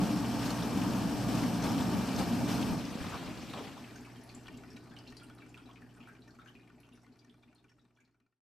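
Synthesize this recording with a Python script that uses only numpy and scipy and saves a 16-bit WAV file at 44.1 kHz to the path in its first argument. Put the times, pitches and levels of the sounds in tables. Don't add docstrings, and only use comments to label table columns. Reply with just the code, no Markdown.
import sys
import numpy as np
from scipy import signal
from scipy.fft import rfft, irfft, next_fast_len
from scipy.io import wavfile
from scipy.ndimage import uniform_filter1d

SR = 44100
rng = np.random.default_rng(int(sys.argv[2]) if len(sys.argv) > 2 else 0)


def materialize(psi):
    bounded = np.clip(np.atleast_2d(psi).T, -1, 1)
    quanta = np.round(bounded * 32767).astype(np.int16)
    wavfile.write(sys.argv[1], SR, quanta)


N = 372204
TIME = np.arange(N) / SR
BINS = np.fft.rfftfreq(N, 1 / SR)

# (frequency [Hz], density [dB per Hz])
HOUSING_SPECTRUM = [(28, -34), (45, -27.5), (62, -19.5), (103, -10.5), (125, -9), (141, -8), (157, -8),
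                    (180, 0), (215, -2), (250, -2), (303, 1.5), (322, -14), (340, -8), (380, -12)]
# (time [s], level [dB])
RUMBLE_LEVEL = [(0, 6), (.07, 0), (.3, 0), (.62, -2), (.76, 2), (.95, 1), (1.15, 0), (1.35, 3), (1.58, -2),
                (1.72, 1.5), (1.95, 2), (2.08, -4), (2.19, 3), (2.28, -2), (2.42, 2.5), (2.49, 0), (2.6, 2),
                (2.72, 1)]
# (frequency [Hz], density [dB per Hz])
RUSH_SPECTRUM = [(190, -28.5), (330, -7), (368, -6.5), (429, -1.5), (490, -7.5), (924, -6.5), (1010, -11.5),
                 (1180, -10), (1740, -22), (2100, -25.5), (2730, -49), (4620, -120)]
# (frequency [Hz], density [dB per Hz])
TEARING_SPECTRUM = [(1600, 16), (2050, -2), (2350, -1.5), (3100, -1.5), (3900, -4.5), (4900, -2.5),
                    (5700, -3.5), (6700, -9), (7400, -9), (8100, -7.5), (9900, -16.5), (11800, -12),
                    (14500, -17.5), (15400, -20.5)]
# (start [s], length [s], extra rush [dB], extra tearing [dB])
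BITES = [(0.0, 0.1, 2.5, 2), (0.412, 0.087, 0.5, 4), (0.764, 0.26, 1, 1), (1.284, 0.17, 2.5, 2.5),
         (1.633, 0.095, 4.5, 3.5), (1.783, 0.035, 3, 3), (1.914, 0.048, 3.5, 0.5), (2.184, 0.027, 5.5, 7.5),
         (2.484, 0.073, 2.5, 4.5), (2.585, 0.028, 0.5, 2)]
# (frequency [Hz], density [dB per Hz])
COASTING_SPECTRUM = [(30, -24.5), (66, -9), (100, -4), (181, -0.5), (300, -1), (357, -9.5), (1180, -16),
                     (2050, -20.5), (2350, -18), (5700, -26), (6600, -31.5), (8200, -31), (9500, -39),
                     (12000, -37.5), (15200, -43)]
# (time [s], level [dB])
COASTING_LEVEL = [(2.68, -92), (2.78, -41.5), (3.12, -40.5), (3.35, -45.5), (3.65, -44), (3.95, -59),
                  (4.2, -110)]
# (frequency [Hz], level before the drive curve [dB])
DRIVE_TONES = [(58.8, -57.5), (119.8, -48), (175.5, -55.5), (234.8, -48.5), (705, -59.5), (2351, -67.5),
               (4224, -69.5), (4986, -75)]
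# (time [s], level [dB])
DRIVE_LEVEL = [(0, 3), (2.72, 3.5), (2.9, -10), (3.5, -11), (3.9, -53), (4.2, -90)]
# (time [s], level [dB], pitch [Hz], spread [Hz], t60 [s])
LUMPS = [(.505, -46.5, 1260, 502, 0.041), (.842, -44, 990, 302, 0.064), (1.644, -49, 850, 706, 0.095),
         (1.70, -47.5, 814, 720, 0.13), (1.797, -44, 880, 298, 0.063), (1.941, -51, 880, 300, 0.077),
         (2.198, -39.5, 596, 647, 0.25), (2.411, -44, 700, 249, .07), (2.578, -46.5, 1110, 351, 0.077),
         (2.633, -52, 880, 299, 0.062), (2.72, -36.5, 173, 35, 0.22), (2.805, -43.5, 274, 70.5, 0.085),
         (2.878, -39, 250, 79.8, 0.092), (2.952, -37.5, 210, 100, 0.043), (3.01, -42, 115, 70.2, 0.14),
         (3.058, -42, 190, 90, 0.085), (3.222, -45, 200, 130, .06), (3.31, -45.5, 160, 100, .06),
         (3.425, -55, 260, 79.8, 0.2), (3.04, -48.5, 1100, 500, 0.22), (3.12, -45.5, 1160, 447, 0.27),
         (3.14, -51, 1113, 500, 0.25), (3.535, -45.5, 780, 604, 0.27), (3.566, -51, 780, 600, 0.51),
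         (3.6, -46, 428, 70, 0.2), (3.768, -51, 990, 250, 0.076)]
# (time [s], level before SNAP_TRIM_DB [dB], pitch [Hz], spread [Hz], t60 [s])
SNAPS = [(.245, -47, 2820, 900, .03), (.426, -49, 2020, 700, .04), (.462, -55, 4930, 2000, .04),
         (.503, -41, 4760, 2700, 0.04), (.586, -49, 1770, 600, .03), (.621, -46.5, 3780, 1200, .05),
         (.815, -47.5, 2420, 805, 0.067), (1.288, -53, 3500, 1100, .04), (1.434, -45, 1760, 600, .04),
         (1.623, -47.5, 5600, 1500, .03), (1.638, -45.5, 4500, 2950, 0.061),
         (1.667, -46.5, 3280, 1780, .05), (1.702, -50.5, 2220, 900, .04), (1.781, -47, 3250, 900, .04),
         (1.808, -46, 3360, 886, 0.044), (1.852, -51, 3130, 900, 0.032), (2.089, -49.5, 3530, 1000, .03),
         (2.16, -45, 5600, 1500, .04), (2.189, -49, 4020, 2960, .12), (2.213, -47.5, 4370, 1500, .04),
         (2.229, -52, 1750, 700, .04), (2.479, -47.5, 1570, 503, 0.054), (2.532, -49.5, 2470, 800, .04),
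         (2.623, -43, 3110, 890, .05), (2.808, -52, 2800, 1000, .05), (2.851, -51, 5030, 1390, .04),
         (2.942, -54, 3100, 1000, .04), (3.175, -50, 3150, 990, .04), (3.372, -57, 4370, 1300, .04),
         (3.535, -47.5, 3280, 2080, 0.066), (3.572, -49, 2620, 1470, 0.061), (3.671, -52, 2180, 900, .06),
         (3.771, -59.5, 3170, 1000, .04), (3.84, -53, 2490, 800, 0.069)]
# (frequency [Hz], level relative to HUM_DB [dB])
HUM_TONES = [(58.4, -8.5), (120, 3), (180, -7.5), (240, -2.5), (360, -9), (479, -33)]
# (frequency [Hz], density [dB per Hz])
FRAME_SPECTRUM = [(25, -10), (42, -22), (60, -7), (85, -8), (125, -3), (145, -2.5), (175, -3.5),
                  (215, -4.5), (260, 1), (300, 3), (340, -6), (420, -5), (520, -13.5)]
# (time [s], extra level [dB])
LABOUR_LEVEL = [(4.38, 0), (4.5, 2), (4.78, 1.5), (4.88, 0.5)]
# (frequency [Hz], density [dB per Hz])
GRINDING_SPECTRUM = [(450, -13), (523, 4.5), (714, 3.5), (928, 0), (1010, -4.5), (1180, -2.5), (1390, -4.5),
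                     (1540, 0.5), (1700, -18), (2000, -15)]
# (frequency [Hz], density [dB per Hz])
SPLINTERING_SPECTRUM = [(1790, 1.5), (2080, -8), (2330, -2.5), (3100, -7.5), (3750, -12), (4500, -7.5),
                        (5820, -10), (6520, -16.5), (8180, -13.5), (9970, -24), (11500, -18), (13000, -22),
                        (13700, -23), (15200, -42)]
# (time [s], level before the fade [dB], pitch [Hz], hopper echo before HOPPER_DB [dB])
CHIPS = [(3.910, -61, 3930, -9), (3.957, -55, 1570, -2), (3.958, -56, 6400, -4), (4.049, -56.5, 2560, -1),
         (4.071, -56.5, 1120, -6), (4.159, -61, 3140, -3), (4.214, -62, 5600, -3), (4.236, -61, 10700, -4),
         (4.292, -54, 4380, -3), (4.298, -57, 2460, -6), (4.348, -52.5, 7600, -3), (4.471, -51, 3220, -12),
         (4.482, -54, 2960, -9), (4.543, -58, 2750, -5), (4.574, -58, 7460, -8), (4.586, -63, 2200, -7),
         (4.687, -65, 2480, -8), (4.704, -58, 5460, 1), (4.764, -56.5, 3940, -4), (4.917, -59.5, 1600, 2),
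         (4.966, -50.5, 2950, -4), (4.988, -51.5, 4950, -7), (5.068, -57, 2790, 3), (5.075, -53, 4140, 0),
         (5.102, -60, 5560, -3), (5.200, -59, 3270, -5), (5.167, -60, 9400, -3), (5.169, -49, 4600, -2.5),
         (5.218, -54, 1425, 3), (5.232, -60, 8600, 0), (5.236, -57, 2950, -4), (5.350, -62, 9900, -8),
         (5.381, -63, 3860, 0), (5.39, -57, 1140, -3), (5.402, -62, 2660, -1), (5.420, -54, 2350, -2),
         (5.423, -58, 1580, -12), (5.492, -60.5, 7200, -3), (5.544, -46.5, 2450, -9), (5.569, -55, 1430, 4),
         (5.576, -53.5, 3270, -7), (5.577, -64, 8700, -2), (5.600, -57, 2550, -9), (5.658, -61, 3900, 1),
         (5.693, -52.5, 1087, -2), (5.694, -63, 3530, -5), (5.712, -56.5, 3250, -9), (5.759, -54, 2430, -4),
         (5.772, -54, 2470, -13), (5.822, -52, 1710, -12), (5.846, -65, 1610, -4), (5.865, -59, 1770, -14),
         (5.940, -66, 7640, 0), (5.963, -66, 8950, -2), (5.973, -58.5, 1480, -4), (6.000, -57, 1230, -3),
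         (6.005, -53, 2710, 1), (6.029, -58, 3050, -2), (6.056, -59, 2340, -2), (6.067, -62, 2490, -4),
         (6.075, -48, 1546, 1), (6.086, -50, 1610, -5), (6.087, -66, 8000, -8), (6.097, -62, 2350, -1),
         (6.114, -63, 1770, 0), (6.220, -57, 3920, -2), (6.281, -62, 5740, -1), (6.294, -58, 1620, -1),
         (6.307, -58, 4350, -2), (6.390, -47.5, 1334, 3), (6.396, -62, 3670, 4), (6.419, -60, 2220, -4),
         (6.449, -65, 6310, 2), (6.462, -48, 1610, -1), (6.475, -52.5, 2990, 5.5), (6.475, -63, 6160, 1),
         (6.500, -62, 1650, -5), (6.553, -50, 2450, -6), (6.561, -54, 2470, -2), (6.597, -57, 2410, -3),
         (6.632, -63, 2860, -1), (6.676, -55, 2330, -13), (6.782, -61, 2220, -1), (6.800, -62, 4340, -1),
         (6.803, -59, 11100, -6.5), (6.832, -55, 2720, 0), (6.922, -58.5, 2790, 0), (6.927, -62, 3680, 1),
         (6.934, -62, 9790, 0), (6.953, -61, 5740, 1), (7.018, -62, 5600, -1), (7.033, -62, 7750, -5),
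         (7.045, -55.5, 2060, -5), (7.123, -62, 4500, 3), (7.191, -53.5, 4820, -2), (7.214, -61, 2290, 6),
         (7.297, -51, 3390, -6), (7.427, -58.5, 3540, 3), (7.478, -58, 2530, 6), (7.515, -60, 2470, -5),
         (7.549, -57, 9100, -10), (7.555, -55, 4290, 1), (7.582, -57, 3630, 1), (7.683, -58, 2940, 1),
         (7.693, -56.5, 5460, 1), (7.694, -57, 1750, 2), (7.793, -56, 3830, -2), (7.815, -64, 5600, -3),
         (7.951, -63, 5730, -3), (7.964, -57, 3300, -3), (7.987, -48.5, 1580, -1), (8.002, -51, 2320, 7),
         (8.004, -53, 6700, -5), (8.051, -52, 4290, -3), (8.216, -60, 2490, 0)]
# (multiple of its pitch [ratio], relative level [dB])
CHIP_MODES = [(.42, -17), (.58, -14), (.74, -12), (.87, -8), (.95, -4), (1, 0), (1.06, -4), (1.16, -9),
              (1.42, -14), (2.05, -18)]
# (time [s], peak level before the fade [dB])
CLACKS = [(4.459, -44.5), (4.483, -39), (4.636, -46), (4.769, -45), (5.124, -44), (5.299, -45),
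          (5.463, -49), (6.152, -47), (6.278, -44), (6.350, -49), (6.701, -45.5), (6.802, -51),
          (6.890, -46), (6.976, -44), (7.066, -45), (7.159, -47.5), (7.248, -44), (7.343, -45),
          (7.434, -42), (7.529, -45), (7.643, -42.5), (7.718, -43.5), (7.784, -45.5), (7.852, -44),
          (7.908, -46), (7.973, -42), (8.077, -44), (8.145, -42), (8.202, -43), (8.264, -39.5),
          (8.326, -41.5)]
# (frequency [Hz], relative level [dB], t60 [s])
CLACK_MODES = [(290, -3, .03), (1183, -4, 0.063), (1384, 1.5, 0.049), (1470, 5, 0.059), (1835, 3, 0.038),
               (2060, -5, 0.017), (2350, 7.5, 0.024), (2660, 0.5, 0.023), (2950, -5, .01),
               (3460, -9, 0.0069), (4170, 2, 0.006), (5730, 3, 0.0045), (7800, -5, 0.0028)]
# (frequency [Hz], density [dB per Hz])
GRIT_SPECTRUM = [(900, 0), (1500, 2.5), (2600, -0.5), (4200, -12), (6000, -16), (9000, -28), (14000, -27)]
# (frequency [Hz], left-right likeness [0 to 1])
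ALIKE = [(40, 0.66), (120, 0.73), (280, 0.95), (650, 0.83), (1300, 0.81), (2400, 0.86), (4400, 0.73),
         (8000, .42), (14500, .1)]
# (frequency [Hz], left minus right [dB])
LEFT_BALANCE = [(40, 12.5), (70, -5.5), (130, -1.5), (260, 1), (1000, 2), (2200, 0.8), (4000, 2.2),
                (8000, 1.5), (12000, 3.5)]

RUMBLE_DB, RUSH_DB, TEARING_DB = -34, -42.5, -47.5
BITE_ATTACK_S, BITE_RELEASE_S = 0.022, 0.078
RUMBLE_FOLLOWS = .3
RUMBLE_UNEVEN_DB, ROAR_UNEVEN_DB, UNEVEN_HZ = .5, 0.13, 3.2
SNAP_TRIM_DB = -1.0
THUD_WIDTH = .25

HUM_DB, ROTOR_DB, GRINDING_DB, SPLINTERING_DB, GRIT_DB = -60.5, -56.5, -64, -69, -71.5
WOOD_IN_S, WOOD_FULL_S, NEAR_SILENT_S, FADE_POWER = 3.6, 3.89, 8.41, 1.077
GRIND_SURGE_DB, SPLINTER_SURGE_DB, SETTLE_S = 4.5, 8, 1
TURN_HZ, FIRST_THUMP_S = 5.462, 3.641
THUMP_S, THUMP_SLOP_S = .023, .004
SHAKE_SWELL_DB = 2.8

SMALL_PER_S, SMALL_LOW_HZ, SMALL_HIGH_HZ = 40, 1106, 12030
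SMALL_DB, SMALL_DB_PER_OCTAVE, SMALL_UNEVEN_DB, SMALL_ECHO_DB = -63, -3.5, 5.5, -4
CHIP_HZ, CHIP_T60_S, CHIP_RISE_S, CHIP_SHORTENING = 2500, .036, .0028, .5
CHIP_SIDE_DAMPING = 3
CHIP_LEAD_CYCLES = 3
TICK_DB, TICK_S = -11, 0.0008
SCUFF_DB, SCUFF_S, SCUFF_OCTAVES = -11, .006, .4
BOUNCES, BOUNCE_S, BOUNCE_SHRINK, BOUNCE_DB, BOUNCE_STEP_DB = 3, .036, .7, -14, -2
HOPPER_DB, HOPPER_T60_S, HOPPER_BUILD_S = 1, 0.15, 0.0029
CHIP_WIDTH, ECHO_WIDTH = 0.36, 0.57
RATTLE_S, CLACK_ECHO_DB, CLACK_ECHO_S = .0018, -25, 0.022
GRIT_PER_S, GRIT_SPREAD_DB, GRIT_T60_S = 110, 3, .04
EDGE_HZ = 15400


def textile_shredder():
    rush_db, tear_db = bites()
    housing = coloured(rng.standard_normal((2, N)), HOUSING_SPECTRUM, 25, 353)
    housing = amp(RUMBLE_UNEVEN_DB * drift(UNEVEN_HZ)) * housing
    dragging = coloured(crunch(900, 1.7, 0.1, 0.4, 0.044), RUSH_SPECTRUM, 416, 1800)
    tearing = coloured(crunch(1200, 1.48, 0.56, 1.1, 0.042), TEARING_SPECTRUM, 1960, 16000)
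    loaded = amp(RUMBLE_DB + RUMBLE_FOLLOWS * rush_db) * level(RUMBLE_LEVEL) * housing
    loaded = loaded + amp(RUSH_DB + rush_db) * dragging + amp(TEARING_DB + tear_db) * tearing
    uneven = amp(ROAR_UNEVEN_DB * drift(UNEVEN_HZ))
    load_ends = np.interp(TIME, [2.72, 2.85], [1, 0])
    coasting = coloured(crunch(900, 3.7, 0.34, 1.87, 0.11), COASTING_SPECTRUM, 25, 16000)
    light = level(COASTING_LEVEL) * coasting
    drive = level(DRIVE_LEVEL) * tones(DRIVE_TONES, 2.2, 0.14)
    lumps = thuds(LUMPS, rise_s=0.0025, ring_db=-3.5, ring_hold=1.3)
    snaps = amp(SNAP_TRIM_DB) * strikes(SNAPS, 0.0021, -14.5, -2.9, 0.062, 0.28)
    return loaded * uneven * load_ends + light + drive + lumps + snaps


def bites():
    rush_db, tear_db = np.zeros((2, N))
    for s, length, rush, tear in BITES:
        attack = (TIME - s) / BITE_ATTACK_S + .5
        release = (s + length - TIME) / BITE_RELEASE_S + .5
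        load = np.clip(np.minimum(attack, release), 0, 1)
        rush_db, tear_db = rush_db + rush * load, tear_db + tear * load
    return rush_db, tear_db


def thuds(table, rise_s, ring_db, ring_hold):
    out, t = np.zeros((2, N)), np.arange(2 ** 14) / SR
    f = np.fft.rfftfreq(len(t), 1 / SR)
    for s, db, hz, spread_hz, t60 in table:
        noise = rfft(rng.standard_normal((2, 2, len(t))))
        away = ((f - hz) / spread_hz) ** 2
        no_sub = 1 / (1 + (.45 * hz / (f + 1)) ** 6)
        blow = evened(irfft(no_sub * noise[0] / (1 + away ** 2)))
        ring = evened(irfft(no_sub * noise[1] / (1 + 16 * away)))
        body = blow * dying(t, t60) + amp(ring_db) * ring * dying(t, t60 * ring_hold)
        mid, side = body * (1 - np.exp(-t / rise_s))
        add(out, s, amp(db) * stereo(mid, THUD_WIDTH * side) / mid[:SR // 50].std())
    return out


def strikes(table, rise_s, crack_db, hopper_db, hopper_t60, width):
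    out, t = np.zeros((2, N)), np.arange(2 ** 14) / SR
    f = np.fft.rfftfreq(len(t), 1 / SR)
    for s, db, hz, spread_hz, t60 in table:
        noise = rfft(rng.standard_normal((2, len(t))))
        offsets = (np.arange(-4, 5) + rng.uniform(-.5, .5, 9)) / 4
        cycles = np.outer(hz + spread_hz * offsets, t) + rng.random((len(offsets), 1))
        weights = rng.choice([-1, 1], (2, len(offsets))) / (1 + (2 * offsets) ** 2)
        ring = evened(weights @ np.sin(2 * np.pi * cycles)) * dying(t, t60)
        echo = evened(irfft(noise / (1 + ((f - hz) / spread_hz) ** 2))) * dying(t, hopper_t60)
        crack = evened(irfft(noise / (1 + np.log2((f + 1) / hz) ** 4))) * np.exp(-t / 0.0025)
        body = (ring + amp(hopper_db) * echo) * (1 - np.exp(-t / rise_s))
        mid, side = body + amp(crack_db) * crack
        add(out, s, amp(db) * stereo(mid, width * side) / mid[:SR // 100].std())
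    return out


def wood_shredder():
    surge = np.exp(-np.maximum(TIME - WOOD_FULL_S, 0) / SETTLE_S)
    turning = amp(ROTOR_DB) * level(LABOUR_LEVEL) * rotor(0.23, 9.1, 245.5)
    grinding = coloured(crunch(300, 1.3, 0.2, 2.5, 0.11), GRINDING_SPECTRUM, 590, 1470)
    grinding = amp(GRINDING_DB + GRIND_SURGE_DB * surge) * grinding
    splintering = coloured(crunch(220, 3.2, .3, 2.0, .05), SPLINTERING_SPECTRUM, 1700, 16000)
    splintering = amp(SPLINTERING_DB + SPLINTER_SURGE_DB * surge) * splintering
    grit = crunch(GRIT_PER_S, GRIT_SPREAD_DB, 0.99, 2.6, GRIT_T60_S)
    grit = amp(GRIT_DB) * coloured(grit, GRIT_SPECTRUM, 900, 15000)
    hum = amp(HUM_DB) * tones(HUM_TONES, 0.61, 0.094)
    fade = np.interp(TIME, [WOOD_IN_S, WOOD_FULL_S, NEAR_SILENT_S], [0, 1, .002]) ** FADE_POWER
    return fade * (turning + grinding + splintering + flying_chips() + clacks(0.23, 3.3) + grit + hum)


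def rotor(repeat, thump_db, thump_hz):
    period = round(SR / TURN_HZ)
    knives = rng.standard_normal((2, period))[:, np.arange(N) % period]
    repeat = np.clip(repeat, 0, 1)
    shake = np.sqrt(repeat) * knives + np.sqrt(1 - repeat) * rng.standard_normal((2, N))
    shake = coloured(shake, FRAME_SPECTRUM, 20, 487)
    since = ((TIME - FIRST_THUMP_S) * TURN_HZ + .5) % 1 / TURN_HZ - .5 / TURN_HZ
    push = np.exp(-((since + THUMP_SLOP_S * drift(6.0)) / THUMP_S) ** 2)
    tone = np.sin(2 * np.pi * thump_hz * since + .5 * drift(25))
    thump = amp(thump_db + 2.0 * drift(4.2)) * push * tone
    return level(LABOUR_LEVEL) * amp(SHAKE_SWELL_DB * push) * shake + thump


def flying_chips():
    out, t = np.zeros((2, N)), np.arange(2 ** 13) / SR
    hopper = (1 - np.exp(-(t / HOPPER_BUILD_S) ** 2)) * dying(t, HOPPER_T60_S)
    for s, db, hz, echo_db in CHIPS + small_chips():
        direct = np.zeros((1, len(t)))
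        add(direct, 0, chip_contact(hz))
        gaps = BOUNCE_S * BOUNCE_SHRINK ** np.arange(BOUNCES) * rng.uniform(.5, 1.5, BOUNCES)
        for k, delay in enumerate(np.cumsum(gaps)):
            add(direct, delay, amp(BOUNCE_DB + BOUNCE_STEP_DB * k) * chip_contact(hz))
        direct = evened(direct[0])
        echoes = []
        for _ in range(2):
            scattered = signal.fftconvolve(direct, hopper * rng.standard_normal(len(t)))[:len(t)]
            echoes.append(amp(HOPPER_DB + echo_db) * evened(scattered))
        mid = direct + echoes[0]
        side = CHIP_WIDTH * rng.uniform(-1.1, 1) * direct + ECHO_WIDTH * echoes[1]
        loudest = np.sqrt(uniform_filter1d(mid ** 2, size=264).max())
        add(out, s - CHIP_LEAD_CYCLES / hz, amp(db) * stereo(mid, side) / loudest)
    return out


def small_chips():
    slot = np.arange(WOOD_IN_S, NEAR_SILENT_S, 1 / SMALL_PER_S)
    when, size, force = rng.random((800, 3))[:len(slot)].T
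    octaves = size * np.log2(SMALL_HIGH_HZ / SMALL_LOW_HZ)
    db = SMALL_DB + SMALL_DB_PER_OCTAVE * octaves + SMALL_UNEVEN_DB * (2 * force - 1)
    echo_db = np.full(len(slot), SMALL_ECHO_DB)
    return list(zip(slot + 2 * when / SMALL_PER_S, db, SMALL_LOW_HZ * 2 ** octaves, echo_db))


def chip_contact(hz):
    t = np.arange(2 ** 11) / SR
    ratio, mode_db = np.transpose(CHIP_MODES)
    age = t * (hz / CHIP_HZ) ** CHIP_SHORTENING
    mode_hz = hz * ratio * (1 + .035 * (ratio != 1) * rng.standard_normal(len(ratio)))
    damped_age = age * (1 + CHIP_SIDE_DAMPING * abs(np.log2(ratio)))[:, None]
    modes = np.sin(2 * np.pi * (np.outer(mode_hz, t) + rng.random((len(ratio), 1))))
    modes = modes * (1 - np.exp(-damped_age / CHIP_RISE_S)) * dying(damped_age, CHIP_T60_S)
    ring = (amp(mode_db) * (mode_hz < EDGE_HZ)) @ modes
    octaves = np.log2((np.fft.rfftfreq(len(t), 1 / SR) + 1) / hz)
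    scuff = irfft(rfft(rng.standard_normal(len(t))) / (1 + (octaves / SCUFF_OCTAVES) ** 2))
    scuff = evened(scuff) * np.exp(-t / SCUFF_S)
    tick = signal.lfilter([.6, .2], [1, -.35], rng.standard_normal(len(t))) * np.exp(-t / TICK_S)
    return (ring / abs(ring).max() + amp(SCUFF_DB) * scuff + amp(TICK_DB) * tick)[None]


def clacks(width, uneven_db):
    out, t = np.zeros((2, N)), np.arange(2 ** 12) / SR
    modes = np.array([amp(db) * dying(t, t60) * np.sin(2 * np.pi * hz * t) for hz, db, t60 in CLACK_MODES])
    rattle = t / RATTLE_S * np.exp(-t / RATTLE_S)
    echo = amp(CLACK_ECHO_DB) * np.exp(-t / CLACK_ECHO_S)
    for s, db in CLACKS:
        ring = amp(uneven_db * rng.standard_normal(len(modes))) @ modes
        contact = rng.standard_normal((2, len(t))) * (rattle + echo)
        mid, side = signal.fftconvolve(contact, ring[None], axes=1)
        add(out, s - RATTLE_S, amp(db) * stereo(mid, width * side) / abs(mid).max())
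    return out


def crunch(per_s, spread_db, share, patchy_db, tail_t60):
    sizes = amp(spread_db * np.minimum(rng.exponential(1, (2, N)), 4))
    clicks = sizes * rng.choice([-1, 1], (2, N)) * (rng.random((2, N)) < per_s / SR)
    t = np.arange(SR // 10) / SR
    paths = rng.standard_normal((6, 2, len(t))) * dying(t, tail_t60)
    place = rng.integers(0, len(paths), N)
    scattered = np.zeros((2, N))
    for k, path in enumerate(paths):
        scattered += signal.oaconvolve(clicks * (place == k), path, axes=1)[:, :N]
    grains = evened(clicks) + amp(6.5) * evened(scattered)
    share = np.clip(share, 0, 1)
    mix = np.sqrt(share) * evened(grains) + np.sqrt(1 - share) * rng.standard_normal((2, N))
    z = signal.stft(mix, nperseg=256)[2]
    patches = uniform_filter1d(rng.standard_normal(z.shape[1:]), size=5, axis=0)
    patches = evened(uniform_filter1d(patches, size=8, axis=1))
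    return signal.istft(z * amp(patchy_db * patches))[1][:, :N]


def tones(table, waver_db, wander):
    total = np.zeros(N)
    for hz, db in table:
        gain = amp(db + waver_db * drift(13.0)) * np.sqrt(2)
        total += gain * np.sin(2 * np.pi * (hz * TIME + rng.random()) + wander * drift(2.0))
    return total


def coloured(pair, spectrum, lo_hz, hi_hz):
    alike = np.clip(read(ALIKE, BINS), 0, 1)
    band = ((1 + (lo_hz / (BINS + 1)) ** 16) * (1 + (BINS / hi_hz) ** 16)) ** -.5
    mid, side = rfft(pair) * amp(read(spectrum, BINS)) * band
    mid, side = irfft(mid, N), irfft(side * np.sqrt((1 - alike) / (1 + alike)), N)
    return stereo(mid, side) / mid.std()


def drift(rate_hz):
    coarse = rfft(rng.standard_normal(2048)) * np.exp(-(BINS[:1025] / rate_hz) ** 2)
    return evened(np.interp(TIME, np.linspace(0, TIME[-1], 2048), irfft(coarse)))


def level(rows):
    return amp(np.interp(TIME, *np.transpose(rows)))


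def read(points, hz):
    f, value = np.transpose(points)
    return np.interp(np.log(hz + 1), np.log(f + 1), value)


def amp(db):
    return 10 ** (np.asarray(db) / 20)


def dying(t, t60):
    return np.exp(-np.log(1000) * t / t60)


def evened(x):
    return x / np.sqrt(np.mean(x ** 2) + 1e-30)


def stereo(mid, side):
    return np.array([mid + side, mid - side])


def add(mix, s, sound):
    part = mix[:, max(round(s * SR), 0):][:, :sound.shape[1]]
    part += sound[:, :part.shape[1]]


def scene():
    return textile_shredder() + wood_shredder()


def record(dry):
    size = next_fast_len(N + SR)
    tilt_db = read(LEFT_BALANCE, np.fft.rfftfreq(size, 1 / SR)) * np.array([[.5], [-.5]])
    heard = irfft(rfft(dry, size) * amp(tilt_db), size)[:, :N]
    band_limit = signal.firwin(511, EDGE_HZ, window=("kaiser", 9), fs=SR)
    return signal.oaconvolve(heard, band_limit[None], "same")


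dry = scene()
out = record(dry)
materialize(out)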